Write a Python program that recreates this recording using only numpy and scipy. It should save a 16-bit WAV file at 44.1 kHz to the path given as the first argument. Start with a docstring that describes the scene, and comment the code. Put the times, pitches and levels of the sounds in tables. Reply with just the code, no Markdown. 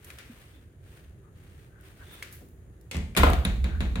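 """Over a low rumble, someone crosses a quiet bedroom with rustling clothes, small ticks, soft steps
and faint squeaks. They take the knob of a double closet door and pull. The catch scrapes and lets go,
and the hollow door clunks, booms and rings. As it swings out it stirs the air, and the hinge sticks
and slips with a few ticks. The bare walls echo the knocks."""
import sys
import numpy as np
from scipy import signal
from scipy.fft import rfft, irfft
from scipy.io import wavfile
from scipy.ndimage import uniform_filter1d

SR = 44100
rng = np.random.default_rng(int(sys.argv[2]) if len(sys.argv) > 2 else 0)


def unload_wav(signal):
    """Save mono or channel-first audio to the path in sys.argv[1] as 16-bit WAV at rate SR, clipped to [-1, 1]."""
    wavfile.write(
        sys.argv[1],
        SR,
        np.round(np.clip(np.atleast_2d(signal).T, -1, 1) * 32767).astype(np.int16),
    )


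N = 176400
T = np.arange(N) / SR

# wooden blows as the door jumps free: t/s, level/dB, decay/ms, tilt/(dB per octave), echo/dB
DOOR_BLOWS = [(3.167, -33.5, 32, 1, 7), (3.198, -28, 6.3, -2, 1.5), (3.2333, -14, 10, 0.44, -4),
              (3.2671, -22.5, 11, -0.6, 0.5), (3.296, -34.5, 6.8, -4.5, 5)]


def gain(db):
    """Turn decibels into a multiplier."""
    return 10 ** (np.asarray(db) / 20)


def at_pitch(points, hz):
    """Read a table between its frequencies, on an octave scale."""
    freqs, values = np.array(points, float).T
    return np.interp(np.log(np.maximum(hz, 1)), np.log(freqs), values)


def fade(points):
    """Turn a table of times and levels into a loudness curve."""
    return gain(np.interp(T, *np.array(points).T))


def swell(peak_s, db, half_s):
    """A smooth rise and fall round a moment."""
    return gain(db) * np.exp(-.5 * ((T - peak_s) / half_s) ** 2)


def unit(x):
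    """Scale to an average (rms) level of 1."""
    return x / np.sqrt(np.mean(x ** 2))


def add(out, x, start):
    """Mix a sound in at a time."""
    i = int(np.clip(start * SR, 0, N - 1))
    out[..., i:i + x.shape[-1]] += x[..., :N - i]


def through(x, response):
    """Let every sample of x set off the response (convolution)."""
    return signal.fftconvolve(np.atleast_2d(x), np.atleast_2d(response), axes=1)[:, :N]


def click(colour, tilt_db=0, size=4096):
    """A click with a colour (its level at each frequency); tilting up makes it brighter."""
    hz = np.maximum(np.arange(size // 2 + 1) * SR / size, 5)
    db = at_pitch(colour, hz) + tilt_db * np.log2(np.maximum(hz, 100))
    db += 20 * np.log(np.minimum(hz / colour[0][0], 1))  # falls away below the first point
    # move the energy to the start (minimum phase)
    cepstrum = irfft(np.log(gain(db)))
    cepstrum[1:size // 2] *= 2
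    cepstrum[size // 2 + 1:] = 0
    return unit(irfft(np.exp(rfft(cepstrum)))) / np.sqrt(size)


def noise(size, width=1):
    """Stereo noise, alike on both sides in the bass and wide above."""
    # stereo spread: f/Hz, side over mid
    spread = [(60, 0.13), (260, 0.2), (500, 0.39), (1000, 1.03), (2000, 0.97), (12000, 1.13)]
    mid, side = rfft(rng.standard_normal((2, size)))
    share = width * at_pitch(spread, np.arange(len(mid)) * SR / size)
    return irfft(np.array([mid + share * side, mid - share * side]) / np.sqrt(1 + share ** 2), size)


def wash(colour):
    """Steady noise with a colour."""
    return unit(through(noise(N), click(colour, size=16384)))


def ring(tones):
    """Tones that each fall 60 dB in their ring time; neighbours swing opposite ways."""
    t = T[:SR]
    return sum((-1) ** k * gain(db) * np.sin(2 * np.pi * hz * t) * 1e-3 ** (t / ring_s)
               for k, (hz, db, ring_s) in enumerate(tones))


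def onset(rise_s, wait_s=0):
    """A quick fade-in."""
    return 1 - np.exp(-np.maximum(T[:SR] - wait_s, 0) / rise_s)


def wall_echo():
    """Sound bounces between bare walls, each octave dying at its own rate."""
    # length of the echo: f/Hz, ring/s
    ring_times = [(60, 0.7), (260, 0.6), (700, 0.5), (4850, 0.47), (13000, 0.54)]
    # echo: f/Hz, level/dB
    colour = [(50, 2.5), (500, 1), (2000, 0), (4000, -1), (7000, -4), (10500, -8.5), (16000, -1)]
    hz = np.arange(SR // 2 + 1)
    spectrum = rfft(noise(SR)) * gain(at_pitch(colour, hz))
    octave = np.clip(np.log2(np.maximum(hz, 1)), 6, 14)
    echo = 0
    for k in range(6, 15):
        band = irfft(spectrum * np.maximum(1 - abs(octave - k), 0))
        rate = np.log(1000) / at_pitch(ring_times, 2 ** k)
        echo += band * np.exp(-rate * T[:SR]) * np.sqrt(2 * rate / SR)
    return echo * onset(rise_s=.00088, wait_s=.004)


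def hits(table, colour, click_db=-13, size=8192):
    """Each contact clicks, scatters off nearby wood as a short crack, then echoes."""
    direct, to_walls = np.zeros((2, N)), np.zeros(N)
    for start, db, decay_ms, tilt_db, echo_db in table:
        contact = click(colour, tilt_db) * gain(db) * np.sqrt(.01 * SR)  # level over 10 ms
        burst = noise(size, width=.86) * np.exp(-T[:size] * 1000 / decay_ms)
        scatter = gain(-.5) * unit(burst) / np.sqrt(size)
        add(direct, gain(click_db) * contact, start)
        add(direct, through(scatter, contact), start)
        add(to_walls, gain(echo_db) * contact, start)
    return direct + through(to_walls, wall_echo())


def room_rumble():
    """A low rumble with faint hiss swells a little during the walk."""
    # rumble: t/s, level/dB
    levels = [(0, -2.5), (.75, -2), (.88, 0), (1.35, 0), (2.8, 0.5)]
    # rumble: f/Hz, level/dB
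    colour = [(22, -16.5), (74, -1.5), (140, -9.5), (263, -22), (376, -18), (524, -26.5), (1020, -39.5),
              (1900, -37.5), (2590, -59.5), (5610, -66), (6620, -44), (8000, -57), (9300, -46),
              (16000, -60)]
    return wash(colour) * fade(levels) * gain(-50)


def clothes():
    """Cloth rubs with a grainy rustle, and a sleeve gives bright swishes."""
    # rustle: t/s, level/dB
    levels = [(0, -62.5), (.08, -53), (.25, -58), (.44, -56.5), (.78, -74.5), (.88, -60.5), (.98, -57.5),
              (1.12, -69), (1.31, -75), (1.38, -63.5), (1.62, -61), (1.77, -72.5), (1.86, -55),
              (1.94, -61.5), (2.15, -51), (2.27, -55), (2.36, -60), (2.5, -73)]
    # rustle: f/Hz, level/dB
    colour = [(300, 2.5), (900, -5), (1600, 0.5), (2800, -3), (3700, -7), (5000, -12.5), (7500, -14),
              (9000, -7.5), (11000, -16.5), (12600, -11.5), (16000, -15)]
    # sleeve swishes: t/s, level/dB, half length/s
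    swishes = [(0.08, -58.5, 0.028), (2.137, -51.5, 0.013), (2.345, -52, 0.022)]
    # sleeve: f/Hz, level/dB
    sleeve_colour = [(2000, 2.5), (6000, -35), (10500, 0), (16000, -4)]
    grain_db = 1.5 * unit(uniform_filter1d(rng.standard_normal(N), size=200))
    rustle = wash(colour) * fade(levels)
    sleeve = wash(sleeve_colour) * sum(swell(*row) for row in swishes)
    return gain(grain_db) * (rustle + sleeve)


def ticks():
    """Small ticks on the way and as the door takes the strain."""
    # ticks: t/s, level/dB, decay/ms, tilt/(dB per octave), echo/dB
    contacts = [(.045, -48, 7, 8, -17), (.1025, -45.5, 5.6, -0.5, -2.5), (.186, -44.5, 3.4, 0.5, 3),
                (1.8105, -60, 2.2, 13, -5), (2.2262, -38.5, 5.2, 1, -1), (2.326, -47, 8.7, 9.5, 6.5),
                (2.487, -59.5, 1.8, 14.5, 3), (2.812, -62, 2.4, 8, 3), (3.1502, -42, 3.3, -3, 4.5)]
    # ticks: f/Hz, level/dB
    colour = [(200, -35), (520, -1.5), (900, -13), (1500, 1), (2280, 3), (3000, -3.5), (5000, -8),
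              (8500, -10.5), (11000, -9.5), (16000, -21)]
    return hits(contacts, colour)


def snaps():
    """Small hard parts ring briefly on one note."""
    # snaps: t/s, level/dB, f/Hz
    notes = [(0.104, -45, 2380), (2.2254, -26.5, 2150), (3.1509, -28, 2340)]
    out, ring_s = np.zeros(N), .018
    for start, db, hz in notes:
        add(out, ring([(hz, db, ring_s)]), start)
    return out


def floorboard():
    """A loose board gives under a foot with a round bump."""
    # board tones: f/Hz, level/dB, ring/s
    tones = [(234.6, -0.5, 0.12), (288, -12, .07)]
    out = np.zeros(N)
    add(out, gain(-36) * ring(tones) * onset(rise_s=.0024), start=.2955)
    return out


def footsteps():
    """Feet land softly on the floor."""
    # steps: t/s, level/dB, decay/ms, tilt/(dB per octave), echo/dB
    steps = [(.553, -53, 16, 1, -1), (2.41, -49, 26, 3, 0.5)]
    # steps: f/Hz, level/dB
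    colour = [(40, -12), (110, -12), (170, -12), (235, 4.5), (320, -1), (420, -7), (1000, -28), (4000, -51)]
    return hits(steps, colour)


def squeaks():
    """Brief rubbing makes noise close to one pitch."""
    # rubs: t/s, level/dB, half length/s, f/Hz
    rubs = [(0.563, -65.5, 0.022, 3470), (1.268, -65, 0.029, 1250), (1.778, -62, 0.049, 1550),
            (2.024, -51.5, 0.014, 1540), (2.14, -57.5, 0.053, 3530), (3.748, -48, 0.033, 1540)]
    out, t, width_hz = 0, T[:4096], 150
    for peak_s, db, half_s, hz in rubs:
        tone = np.sin(2 * np.pi * hz * t) * np.exp(-np.pi * width_hz * t)
        out += unit(through(noise(N), tone)) * swell(peak_s, db, half_s)
    return out


def stirred_air():
    """Air rumbles round the moving door."""
    # air: t/s, level/dB
    levels = [(2.9, -85), (3.15, -38.5), (3.2, -25.5), (3.33, -17.5), (3.42, -34), (3.52, -25.5),
              (3.68, -28.5), (3.78, -25.5), (4, -26)]
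    # air: f/Hz, level/dB
    colour = [(30, -19.5), (44, -9.5), (56, -3), (70, 3), (85, -16), (140, -25.5), (300, -36), (800, -68.5)]
    return wash(colour) * fade(levels)


def knob():
    """The knob rattles as the hand takes up its slack."""
    # rattle: t/s, level/dB, decay/ms, tilt/(dB per octave), echo/dB
    contacts = [(2.9128, -37, 4.9, 1.1, 4.5), (2.930, -47.5, 3.1, -1.2, 11), (2.946, -37.5, 2, -3.5, 4),
                (2.955, -40, 2.6, -2.5, -7), (2.9675, -41, 1.7, 0.5, -3)]
    # knob: f/Hz, level/dB
    colour = [(180, -9), (667, -14.5), (961, -16), (1510, -19), (2140, -8), (2360, -10.5), (5340, -21.5),
              (8640, -18), (16000, -37.5)]
    return hits(contacts, colour)


def door_boom():
    """Soft pushes bend the whole door and pump the closet air."""
    # pushes: t/s, level/dB, contact/ms
    pushes = [(2.944, -34.5, 3.5), (2.957, -27.5, 3.2), (3.167, -22, 3.14), (3.184, -17, 13),
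              (3.236, -29.5, 4.2), (3.296, -19.5, 7.2), (3.451, -25.5, 2.5), (3.463, -19.5, 8.7),
              (3.643, -34.5, 1.7), (3.806, -30, 1.9), (3.956, -35, 1.2)]
    # low tones of door and closet: f/Hz, level/dB, ring/s
    tones = [(43, 1.5, 0.28), (53.76, -15.5, 1.8), (68.8, 1.5, 0.34), (88, -6, 0.7), (115.7, -6, 0.49),
             (139, -7.5, 0.28), (162.7, -7, 0.26), (197.4, 0, 0.3), (224, -14.5, 0.7), (254, 0.5, 0.1)]
    force = np.zeros(N)
    for start, db, contact_ms in pushes:
        push = np.sin(np.pi * np.minimum(T[:2048] * 1000 / contact_ms, 1))
        add(force, gain(db) * push / push.sum(), start)
    boom = through(force, ring(tones) * onset(rise_s=.00094))
    return boom + gain(-5) * through(boom, wall_echo())


def catch():
    """The springy catch drags over its plate and snaps back."""
    # scrapes: t/s, level/dB, decay/ms, tilt/(dB per octave), echo/dB
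    scrapes = [(3.1657, -22.5, 9.6, 1, 5.5), (3.1735, -19.5, 12, 1.7, -3.5), (3.2335, -28, 3, 0.5, 5.5),
               (3.3015, -40, 2.1, 4.6, -16), (3.3332, -30.5, 3.5, 0.66, -2.5)]
    # catch: f/Hz, level/dB
    colour = [(180, -21), (300, 7.5), (500, 0), (650, -6.5), (1430, -1), (2600, -5.5), (3600, -6.5),
              (5600, -18.5), (8500, -15), (10400, -17), (14500, -20.5), (16000, -33)]
    return hits(scrapes, colour)


def door_clunks():
    """The wood knocks as the door jumps free."""
    # wood: f/Hz, level/dB
    colour = [(100, -14), (250, -6.5), (350, -10), (520, -5.5), (680, -1.5), (910, -9.5), (1030, -7.5),
              (1380, -7.5), (1580, -16), (2600, -17.5), (3600, -26.5), (5200, -41), (16000, -40)]
    return hits(DOOR_BLOWS, colour, click_db=-31)


def door_panels():
    """The same blows set the panels ringing."""
    # panel tones: f/Hz, level/dB, ring/s
    tones = [(261, -5, .42), (305, -5, .5), (402, -7, .5), (474, -1, .45), (522, 3, .14), (566, -4, .35),
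             (602, -4, .4), (672, 2, .52), (700, 8, .045), (741, -1, .55), (1040, 18, .04), (1239, -7, .45),
             (1037, -6, .4), (1333, -4, .4), (1439, -8, .4), (1644, -12, .38), (2876, -15, .4)]
    force = np.zeros(N)
    loudest_db = max(row[1] for row in DOOR_BLOWS)
    for start, db, *_ in DOOR_BLOWS:
        add(force, gain([db - loudest_db - 30.5]), start)
    return through(force, ring(tones))


def hinge():
    """The hinge sticks, then slips with a tick."""
    # slips: t/s, level/dB, decay/ms, tilt/(dB per octave), echo/dB
    slips = [(3.4505, -30, 6, 0.39, 2.55), (3.6422, -34.5, 3.3, -1.07, 3), (3.8055, -32.5, 6.2, -0.98, 3.6),
             (3.9562, -33.5, 4.3, -1.66, 3.3)]
    # hinge: f/Hz, level/dB
    colour = [(200, 6.5), (500, -2.5), (1000, -5.5), (1600, -4.5), (2400, -2.5), (3000, -8), (3900, -4),
              (5000, -19.5), (7000, -13.5), (8300, -18.5), (10400, -14.5), (11500, -27.5), (16000, -25)]
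    return hits(slips, colour)


def hinge_pin():
    """The slips ring the steel pin; those after the first are softer and duller."""
    # pin tones: f/Hz, level/dB, ring/s
    tones = [(1960, -8, 0.023), (3645, -4.5, 0.021), (3985, -9.5, 0.022), (10440, -0.5, 0.0077)]
    # slips: t/s, level/dB, treble tilt/(dB per octave)
    slips = [(3.4506, -17, 0), (3.6426, -34, -2), (3.8057, -29, -6.5), (3.9562, -30.5, -8)]
    hz, tone_db, ring_s = np.array(tones).T
    octaves_up = np.maximum(np.log2(hz / hz[1]), 0)
    out = np.zeros(N)
    for start, db, tilt_db in slips:
        add(out, ring(zip(hz, db + tone_db + tilt_db * octaves_up, ring_s)), start)
    return out + gain(-11) * through(out, wall_echo())


def from_right(x):
    """Sound from the right reaches the left microphone later."""
    delay_s = np.array([[.00021], [0]])
    hz = np.arange(N + 1) * SR / (2 * N)
    return irfft(rfft(x, 2 * N) * np.exp(-2j * np.pi * hz * delay_s))[:, :N]


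def scene():
    """The room rumble, the walk, then the door on the right."""
    walk = clothes() + ticks() + snaps() + floorboard() + footsteps() + squeaks()
    door = stirred_air() + knob() + door_boom() + catch() + door_clunks() + door_panels()
    door += hinge() + hinge_pin()
    return room_rumble() + walk + from_right(door)


def record(dry):
    """The two microphones differ in colour; the recorder cuts the deep bass and the top."""
    # left minus right microphone: f/Hz, level/dB
    balance = [(60, -1.1), (560, -0.5), (1150, 3.5), (2200, 4.5), (4000, -1), (7000, 4), (8600, -10),
               (10300, -7), (12000, -7), (16000, 14)]
    balance_db = at_pitch(balance, np.arange(N + 1) * SR / (2 * N))
    sides = gain([balance_db / 2, -balance_db / 2])
    sides /= np.sqrt(np.mean(sides ** 2, axis=0))
    heard = irfft(rfft(dry, 2 * N) * sides)[:, :N]
    bass_cut = signal.butter(8, 32, "high", fs=SR, output="sos")
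    top_cut = signal.ellip(10, .2, 80, 16200, fs=SR, output="sos")
    return signal.sosfilt(top_cut, signal.sosfilt(bass_cut, heard))


dry = scene()
out = record(dry)
unload_wav(out)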